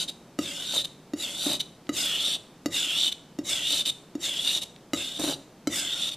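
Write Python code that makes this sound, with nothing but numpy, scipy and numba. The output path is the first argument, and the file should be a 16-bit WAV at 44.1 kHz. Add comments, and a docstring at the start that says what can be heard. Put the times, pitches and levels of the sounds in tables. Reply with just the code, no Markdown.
"""Gritty, ringing swishes: a kitchen knife is sharpened on a wet whetstone in a small room.
The stone lies on a towel on a table. A stroke lands with a thud and drags the edge from heel to tip
over the grit, which hisses and sets the blade ringing. The tip often flicks the stone once more as it
lifts, and three strokes judder near their end."""
import sys
import numpy as np
from scipy import signal
from scipy.fft import rfft, irfft, next_fast_len
from scipy.io import wavfile
from numba import njit

SR = 44100
rng = np.random.default_rng(int(sys.argv[2]) if len(sys.argv) > 2 else 0)


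def digitize_waveform(pressure):
    """Quantize a signal to 16-bit integers and store it at the path in sys.argv[1].

    Rows of a 2-D input are taken as channels; values are limited to [-1, 1].
    """
    field = np.atleast_2d(pressure).T
    bounded = np.clip(field, -1, 1)
    quanta = np.round(bounded * 32767).astype(np.int16)
    wavfile.write(sys.argv[1], SR, quanta)


N = 271656
TIME_S = np.arange(N) / SR

# Each row: times in seconds at which the edge starts, heel bites, push eases, tip presses, knife lifts;
# drag in dB at heel, belly, tip; ring offset in dB at heel, further on; brightness offset in dB at heel,
# further on; rasp offset in dB; main resonance in Hz at belly, tip.
STROKE_GESTURES = [ (-0.36, -0.3, -0.2, -0.05, 0.043,  -34, -39, -32,  0, -1.5,  0, -1,  -2,  3150, 3850),
                   (0.38, 0.44, 0.5, 0.74, 0.822,  -42, -41, -36,  4, 1,  0, 0.5,  2,  3200, 3830),
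                   (1.15, 1.234, 1.258, 1.43, 1.566,  -36.5, -41.5, -35,  -1.5, 0.5,  3, 4.5,  -2,  3080, 3850),
                   (1.912, 1.975, 2.13, 2.255, 2.36,  -30, -38, -35.5,  2, 3.5,  1, 0,  0.5,  3080, 3550),
                   (2.695, 2.755, 2.88, 3.0, 3.096,  -33.5, -38.5, -34,  7, 4,  -0.5, -1,  1,  3000, 3600),
                   (3.43, 3.505, 3.6, 3.72, 3.82,  -31.5, -37.5, -31.5,  3, 2.5,  -1.5, 0.5,  -1.5,  3120, 3700),
                   (4.185, 4.25, 4.32, 4.48, 4.59,  -33, -39.5, -33.5,  2, 2.2,  -4, 2,  0.5,  3100, 3720),
                   (4.935, 4.975, 5.12, 5.24, 5.347,  -39.5, -45, -39,  4.5, 0.5,  2.5, 3,  -1,  3480, 3800),
                   (5.68, 5.75, 5.88, 6.03, 6.1,  -31.5, -39.5, -36.5,  -2, 0,  3, -4,  5,  3230, 3550), ]
# Response to a typical drag at start, heel, belly, tip. Each row: ring, rasp, hiss brightness, all in dB.
EDGE_RESPONSE = [(-43, -43, 1), (-32.3, -42.5, 0), (-30.3, -44, -1.5), (-30.7, -48.5, 2)]
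# Each row: frequency in Hz at heel, belly, tip; width in Hz; relative level in dB at heel, belly, tip.
BLADE_MODES = [(1236, 1620, 1413, 80, -1.5, 3, 0), (1992, 2270, 1780, 114, 4, 1.5, -6),
               (2834, 2803, 3027, 83, -4, -3, 0.5), (3806, 3500, 3640, 73, 5.5, -1, 7),
               (4600, 4300, 4500, 70, 3.5, -2.5, 0), (5210, 4930, 4800, 37, -6.5, 1, -23),
               (5660, 5000, 5720, 88, 5, -3, 0), (6460, 6700, 8400, 100, 3.5, -4, -6),
               (7150, 7350, 7150, 120, 7.5, -3, -13), (7960, 7820, 8450, 190, -2, -3.5, -4),
               (9920, 9200, 10200, 190, -5.5, -36, -14)]
# Stone and table. Each row: frequency in Hz, width in Hz, relative level in dB.
STONE_MODES = [(161, 84, -9.5), (278, 103, 6.5), (556, 110, 3.5), (676, 49, -16.5), (860, 39, -24.5)]
# Blade lands or bumps. Each row: time in seconds; thud, low ring, high clink in dB; blade pitch ratio.
BLADE_KNOCKS = [(0.3888, -17.5, -26, -25, 1.0), (1.1351, -20, -34, -35.5, 0.985),
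                (1.4634, -19.5, -34, -33, 1.4), (1.499, -27, -35, -35, 1.4), (1.8921, -19, -21, -30, 1.015),
                (2.659, -18, -22, -22.5, 0.995), (3.3878, -20.5, -36, -35, 0.98),
                (4.1524, -22, -39, -40, 0.99), (4.9339, -18.5, -20, -23, 1.02),
                (4.946, -37, -27, -28, 1.02), (5.196, -25, -34, -26, 1.3), (5.238, -25.5, -37, -37, 1.2),
                (5.285, -26, -32, -32, 1.27), (5.6723, -17, -21.5, -23, 1.07)]
# Tip brushes the stone on lifting. Each row: start and length in seconds, ring in dB, hiss in dB.
TIP_FLICKS = [(0.081, 0.021, -31, -38.5), (0.845, 0.012, -28, -37), (1.598, 0.018, -29.5, -35),
              (3.118, 0.012, -30, -40), (3.855, 0.05, -28.5, -34), (4.614, .028, -34, -37.5),
              (6.112, 0.036, -40, -44)]
# Edge catches a coarse grain. Each row: time in seconds, relative level in dB.
GRAIN_CATCHES = [(0.779, -9), (0.785, -15), (0.847, -16), (1.605, -17), (2.262, -17), (3.035, -13.5),
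                 (3.045, -18), (3.066, -17), (3.898, -15), (4.475, -14), (4.55, -16), (6.041, -18),
                 (6.08, -16)]
# Lifted knife ticks. Each row: time in seconds, relative level in dB.
KNIFE_TICKS = [(1.869, -39), (4.762, -36)]
# Edge shakes the stone. Each row: start in seconds, length in seconds, level in dB.
EDGE_JUDDERS = [(0.734, 0.038, -40), (1.458, 0.09, -38.5), (5.192, 0.135, -37)]
# Near walls. Each row: delay in seconds, level in dB.
WALL_ECHOES = [(0.0157, -23), (0.0243, -20.5)]
# Spectra of grit hiss, room tail and background. Each row: frequency in Hz, relative level in dB.
GRIT_SPECTRUM = [(400, -13), (1000, -44), (1600, -29), (2200, -3.5), (3000, 7.5), (4200, -5), (5000, -2),
                 (7300, 4.5), (8800, 1), (9600, -4), (10400, -2.5), (12000, -8), (14500, -19)]
TAIL_SPECTRUM = [(100, 19), (250, 5.5), (600, 9), (1500, 4), (3600, -1), (7000, 3.5), (14000, -3)]
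AMBIENCE_SPECTRUM = [(25, -13), (55, -11.5), (80, -14), (100, -11), (130, -2), (168, 2.5), (205, -1),
                     (280, -2), (420, -6), (1000, -14.5), (1700, -20.5), (3800, -24), (7000, -28.5),
                     (14000, -37.5)]

PLACES = (0, 1, 2)   # heel, belly, tip
FLAT_END, BENDING_END = 2, 4   # blade modes in order: flat, bending, upper


def blade(ring, hiss, rasp, pitch_hz, place, ring_db=0.76, hiss_db=-4.5, rasp_db=-6):
    """Grit drives the blade's modes: clear and gliding at the heel, one chattering band at the tip."""
    drive = grains(per_s=9000, clump_db=0.74 * place)
    stiffness = (pitch_hz / 3550) ** .35   # the grip raises all modes along with the main one
    modes = []
    for row in BLADE_MODES:
        hz, db = np.interp(place, PLACES, row[:3]), np.interp(place, PLACES, row[4:])
        rocking = drift(6.4)   # the hand rocks the edge, varying pitch and level
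        bent_hz = hz * stiffness + np.maximum(70, 0.012 * hz) * rocking
        modes.append(from_db(db + 3.7 * np.roll(rocking, SR)) * resonate(drive, bent_hz, row[3]))
    flat = rms_one(sum(modes[:FLAT_END]))
    bending = rms_one(sum(modes[FLAT_END:BENDING_END]))
    upper = rms_one(sum(modes[BENDING_END:]))
    main = resonate(np.roll(drive, SR), pitch_hz, width_hz=335)
    main = resonate(main, pitch_hz, width_hz=1300)
    merged = np.interp(place, PLACES, [.08, .15, .65])
    band = np.sqrt(1 - merged) * bending + np.sqrt(merged) * main
    steel = from_db(ring_db) * ring * band + from_db(hiss_db) * hiss * upper
    steel += from_db(rasp_db) * rasp * flat
    return highpass(steel, 1150)   # a narrow blade radiates no bass


def after_ring(steel, hz=3600, width_hz=24, db=-10):
    """One lightly damped blade mode sings on after the edge lifts."""
    decay = np.exp(-np.pi * width_hz / SR)
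    return from_db(db) * 2 * (1 - decay) * glide(steel, np.full(N, 2 * np.pi * hz / SR), decay)


def stroke(t, start_s, bite_s, ease_s, press_s, lift_s, heel_db, belly_db, tip_db,
           heel_ring_db, on_ring_db, heel_bright_db, on_bright_db, rasp_offset_db, belly_hz, tip_hz):
    """One pass from heel to tip: the drag sets the hiss; ring, rasp and brightness follow it."""
    rest_db, typical_db, tip_sag_db = -55, -36, 2.5
    heel_hz, heel_sag_hz = 3620, 70
    attack_s, tip_swell_s, release_s = 0.025, 0.055, 0.026
    roll_s, rolled_s = bite_s - 0.02, bite_s + 0.025   # the contact rolls off the heel
    held_s = bite_s + 0.3 * (ease_s - bite_s)
    turns_s = np.sort([start_s, bite_s, held_s, ease_s, press_s - tip_swell_s, press_s, lift_s])
    turns_db = [rest_db, heel_db, heel_db, belly_db, belly_db, tip_db, tip_db - tip_sag_db]
    drag_db = np.interp(t, turns_s, turns_db)
    push_db = drag_db - typical_db
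    ring_db, rasp_db, bright_db = (np.interp(t, [start_s, bite_s, ease_s, press_s], column)
                                   for column in np.transpose(EDGE_RESPONSE))
    ring_db += 0.85 * push_db + np.interp(t, [held_s, ease_s], [heel_ring_db, on_ring_db])
    rasp_db += 0.7 * push_db + rasp_offset_db
    bright_db += 0.3 * push_db + np.interp(t, [held_s, ease_s], [heel_bright_db, on_bright_db])
    pitch_hz = np.interp(t, [roll_s, held_s, ease_s, press_s],
                         [heel_hz, heel_hz - heel_sag_hz, belly_hz, tip_hz])
    place = np.interp(t, [roll_s, rolled_s, press_s], PLACES)
    touching = np.clip(np.minimum((t - start_s) / attack_s, (lift_s - t) / release_s + .5), 0, 1)
    ring, hiss, rasp = touching * from_db([ring_db, drag_db, rasp_db])
    return ring, hiss, rasp, bright_db, pitch_hz, place


def hand(waver_db=1.2, waver_hz=20, judder_drag_db=-1.5):
    """Gains, brightness, main pitch and place on the edge through all strokes, judders and flicks."""
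    controls = np.zeros((6, N))
    for row in STROKE_GESTURES:
        begun = TIME_S > row[0]
        controls[:, begun] = stroke(TIME_S[begun], *row)
    ring, hiss, rasp, bright_db, pitch_hz, place = controls
    ring *= from_db(waver_db * drift(waver_hz))   # uneven grip
    hiss = np.hypot(hiss, from_db(judder_drag_db) * juddering())
    for start_s, length_s, ring_db, hiss_db in TIP_FLICKS:
        brushing = gate(start_s, length_s, edge_s=0.009)
        ring += brushing * from_db(ring_db)
        hiss += brushing * from_db(hiss_db)
    return ring, hiss, rasp, bright_db, pitch_hz, place


def grit(hiss, bright_db, place, level_db=-3, top_hz=9500):
    """Abrasive hiss; its echo from the heel lags more as the contact moves away, making it swish."""
    direct = grains(per_s=20000, clump_db=2.1 + 0.35 * place)
    lag_s = 0.00096 + 0.000482 * place + .00006 * drift(2.5)
    echo = np.interp(np.arange(N) - lag_s * SR, np.arange(N), direct)
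    rub = glinting(coloured(direct + (.7 - .2 * place) * echo, GRIT_SPECTRUM))
    top = signal.sosfiltfilt(signal.butter(3, top_hz, "high", fs=SR, output="sos"), rub)
    return from_db(level_db) * hiss * (rub + (from_db(bright_db) - 1) * top)


def glinting(rub, depth_db=3.2, rate_hz=14, width_ratio=0.045):
    """Narrow bands of the hiss flare and fade independently; rms 1."""
    out = rub.copy()
    for hz in np.geomspace(4900, 12500, 10):
        band = signal.lfilter(*signal.iirpeak(hz, 1 / width_ratio, fs=SR), rub)
        out += (from_db(depth_db * drift(rate_hz)) - 1) * band
    return rms_one(out)


def knocks(thud_hz=292, swell_s=0.0042, rock_db=-14, rock_t60_s=0.17, crack_s=0.0061):
    """Thuds smothered by the towel; harder landings wake the stone's other modes and the blade."""
    out, t = np.zeros(N), TIME_S[:SR // 8]
    other_modes = STONE_MODES[:1] + STONE_MODES[2:]
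    body = sum(from_db(db) * struck(t, hz, width_hz) for hz, width_hz, db in other_modes)
    swell = t / swell_s * np.exp(.5 - .5 * (t / swell_s) ** 2)
    rocking = from_db(rock_db - 60 * t / rock_t60_s)   # the stone rocks on after the blow
    thud = (swell + rocking) * np.sin(2 * np.pi * thud_hz * t)
    for start_s, thud_db, ring_db, clink_db, ratio in BLADE_KNOCKS:
        clink = from_db(clink_db - 11) * rng.standard_normal(len(t)) * np.exp(-t / crack_s)
        for k, (heel_hz, _, _, width_hz, heel_db, _, _) in enumerate(BLADE_MODES):
            db = (ring_db - 8 if k < BENDING_END else clink_db - 14 + heel_db) + rng.normal(0, 2)
            hz = heel_hz * ratio * (1 + rng.normal(0, 0.006))
            clink += (-1) ** k * from_db(db) * struck(t, hz, .6 * width_hz)   # a resting edge damps less
        body_db = (thud_db + clink_db) / 2 - 3.5
        add(out, start_s, from_db(thud_db) * thud + from_db(body_db) * body + clink)
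    return highpass(out, 105)


def catches(tip_hz=3700, swell_s=0.0012):
    """Coarse grains pluck the tip, which swells and dies within milliseconds."""
    out, t = np.zeros(N), TIME_S[:SR // 30]
    envelope = t / swell_s * np.exp(1 - t / swell_s)
    for start_s, db in GRAIN_CATCHES:
        hz = tip_hz * (1 + rng.normal(0, 0.032))
        tone = np.sin(2 * np.pi * hz * t) + 0.083 * rng.standard_normal(len(t))
        add(out, start_s, from_db(db - 3.5) * tone * envelope)
    return out


def ticks(decay_s=0.0022, band_hz=(2000, 4500)):
    """Tiny dry snaps of the lifted knife."""
    out, t = np.zeros(N), TIME_S[:SR // 30]
    bandpass = signal.butter(2, band_hz, "band", fs=SR, output="sos")
    for start_s, db in KNIFE_TICKS:
        snap = rng.standard_normal(len(t)) * np.exp(-t / decay_s)
        add(out, start_s, from_db(db + 2) * signal.sosfilt(bandpass, snap))
    return out


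def stone(hiss, drag_db=-30.5, crunch_db=-12):
    """The stone rumbles faintly under the drag, and rumbles and crunches when the edge judders."""
    judder = juddering()
    drive = grains(per_s=2500, clump_db=2.5)
    body = sum(from_db(db) * resonate(drive, hz, width_hz) for hz, width_hz, db in STONE_MODES)
    body = rms_one(highpass(body, 100))
    drag = from_db(drag_db) * np.sqrt(hiss)
    return body * (drag + judder) + from_db(crunch_db) * judder * drive


def juddering():
    """Strength of the edge's judder over time."""
    return sum(from_db(db) * gate(start_s, length_s, .006) for start_s, length_s, db in EDGE_JUDDERS)


def room(x, t60_s=0.46, onset_s=0.0027, tail_db=-14):
    """Adds two wall echoes and a short diffuse tail."""
    t = TIME_S[:SR // 2]
    envelope = from_db(-60 * t / t60_s) * np.minimum(t / onset_s, 1)
    tail = coloured(rng.standard_normal(len(t)), TAIL_SPECTRUM) * envelope
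    response = from_db(tail_db) * tail / np.linalg.norm(tail)
    for delay_s, db in WALL_ECHOES:
        response[round(delay_s * SR)] += from_db(db)
    return x + signal.fftconvolve(x, response)[:N]


def ambience(level_db=-51.5):
    """Steady background of the room."""
    return from_db(level_db) * coloured(rng.standard_normal(N), AMBIENCE_SPECTRUM)


def grains(per_s, clump_db):
    """Grit breaks under the edge: dense, uneven clicks in clumps; rms 1."""
    clicks = (rng.random(N) < per_s / SR) * rng.standard_normal(N)
    return rms_one(clicks * from_db(clump_db * np.clip(drift(144), -2, 2)))


def struck(t, hz, width_hz):
    """Free decay of one mode."""
    return np.exp(-np.pi * width_hz * t) * np.sin(2 * np.pi * hz * t)


def resonate(x, hz, width_hz):
    """Drive through a steady or moving resonance; rms 1."""
    return rms_one(glide(x, 2 * np.pi * hz / SR * np.ones(N), np.exp(-np.pi * width_hz / SR)))


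@njit
def glide(x, step_rad, decay):
    """Resonator: a decaying rotation of variable speed."""
    out, state = np.empty(len(x)), 0j
    for i in range(len(x)):
        state = state * decay * complex(np.cos(step_rad[i]), np.sin(step_rad[i])) + x[i]
        out[i] = state.real
    return out


def coloured(x, spectrum):
    """Noise shaped by a spectrum; rms 1."""
    size = next_fast_len(len(x))
    hz, db = np.transpose(spectrum)
    bins_hz = np.maximum(np.fft.rfftfreq(size, 1 / SR), 1)
    gain = from_db(np.interp(np.log(bins_hz), np.log(hz), db))
    return rms_one(irfft(rfft(x, size) * gain, size)[:len(x)])


def drift(rate_hz):
    """Smooth random wander; rms about 1."""
    pole = np.exp(-2 * np.pi * rate_hz / SR)
    return rms_one(signal.lfilter([1], [1, -2 * pole, pole * pole], rng.standard_normal(N + SR))[SR:])


def gate(start_s, length_s, edge_s):
    """1 during a contact, with soft edges."""
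    return np.clip(np.minimum(TIME_S - start_s, start_s + length_s - TIME_S) / edge_s + .5, 0, 1)


def highpass(x, hz, order=3):
    return signal.sosfilt(signal.butter(order, hz, "high", fs=SR, output="sos"), x)


def add(out, start_s, sound):
    i = round(start_s * SR)
    out[i:i + len(sound)] += sound[:N - i]


def from_db(db):
    return 10 ** (np.asarray(db) / 20)


def rms_one(x):
    return x / np.sqrt(np.mean(x ** 2) + 1e-20)


def scene(side_above_hz=4700, side_db=-2.3):
    """Knife and stone in the room; only the treble of hiss and background differs left to right."""
    ring, hiss, rasp, bright_db, pitch_hz, place = hand()
    steel = blade(ring, hiss, rasp, pitch_hz, place) + catches() + ticks()
    knife = steel + after_ring(steel) + grit(hiss, bright_db, place) + stone(hiss) + knocks()
    mid = room(knife) + ambience()
    side = room(grit(hiss, bright_db, place)) + from_db(-1.5) * ambience()
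    side = from_db(side_db) * highpass(side, side_above_hz, order=12)
    return np.array([mid + side, mid - side])


def record(dry, cutoff_hz=14400):
    """Steep low-pass."""
    return signal.sosfilt(signal.ellip(10, .2, 80, cutoff_hz, fs=SR, output="sos"), dry)


dry = scene()
out = record(dry)
digitize_waveform(out)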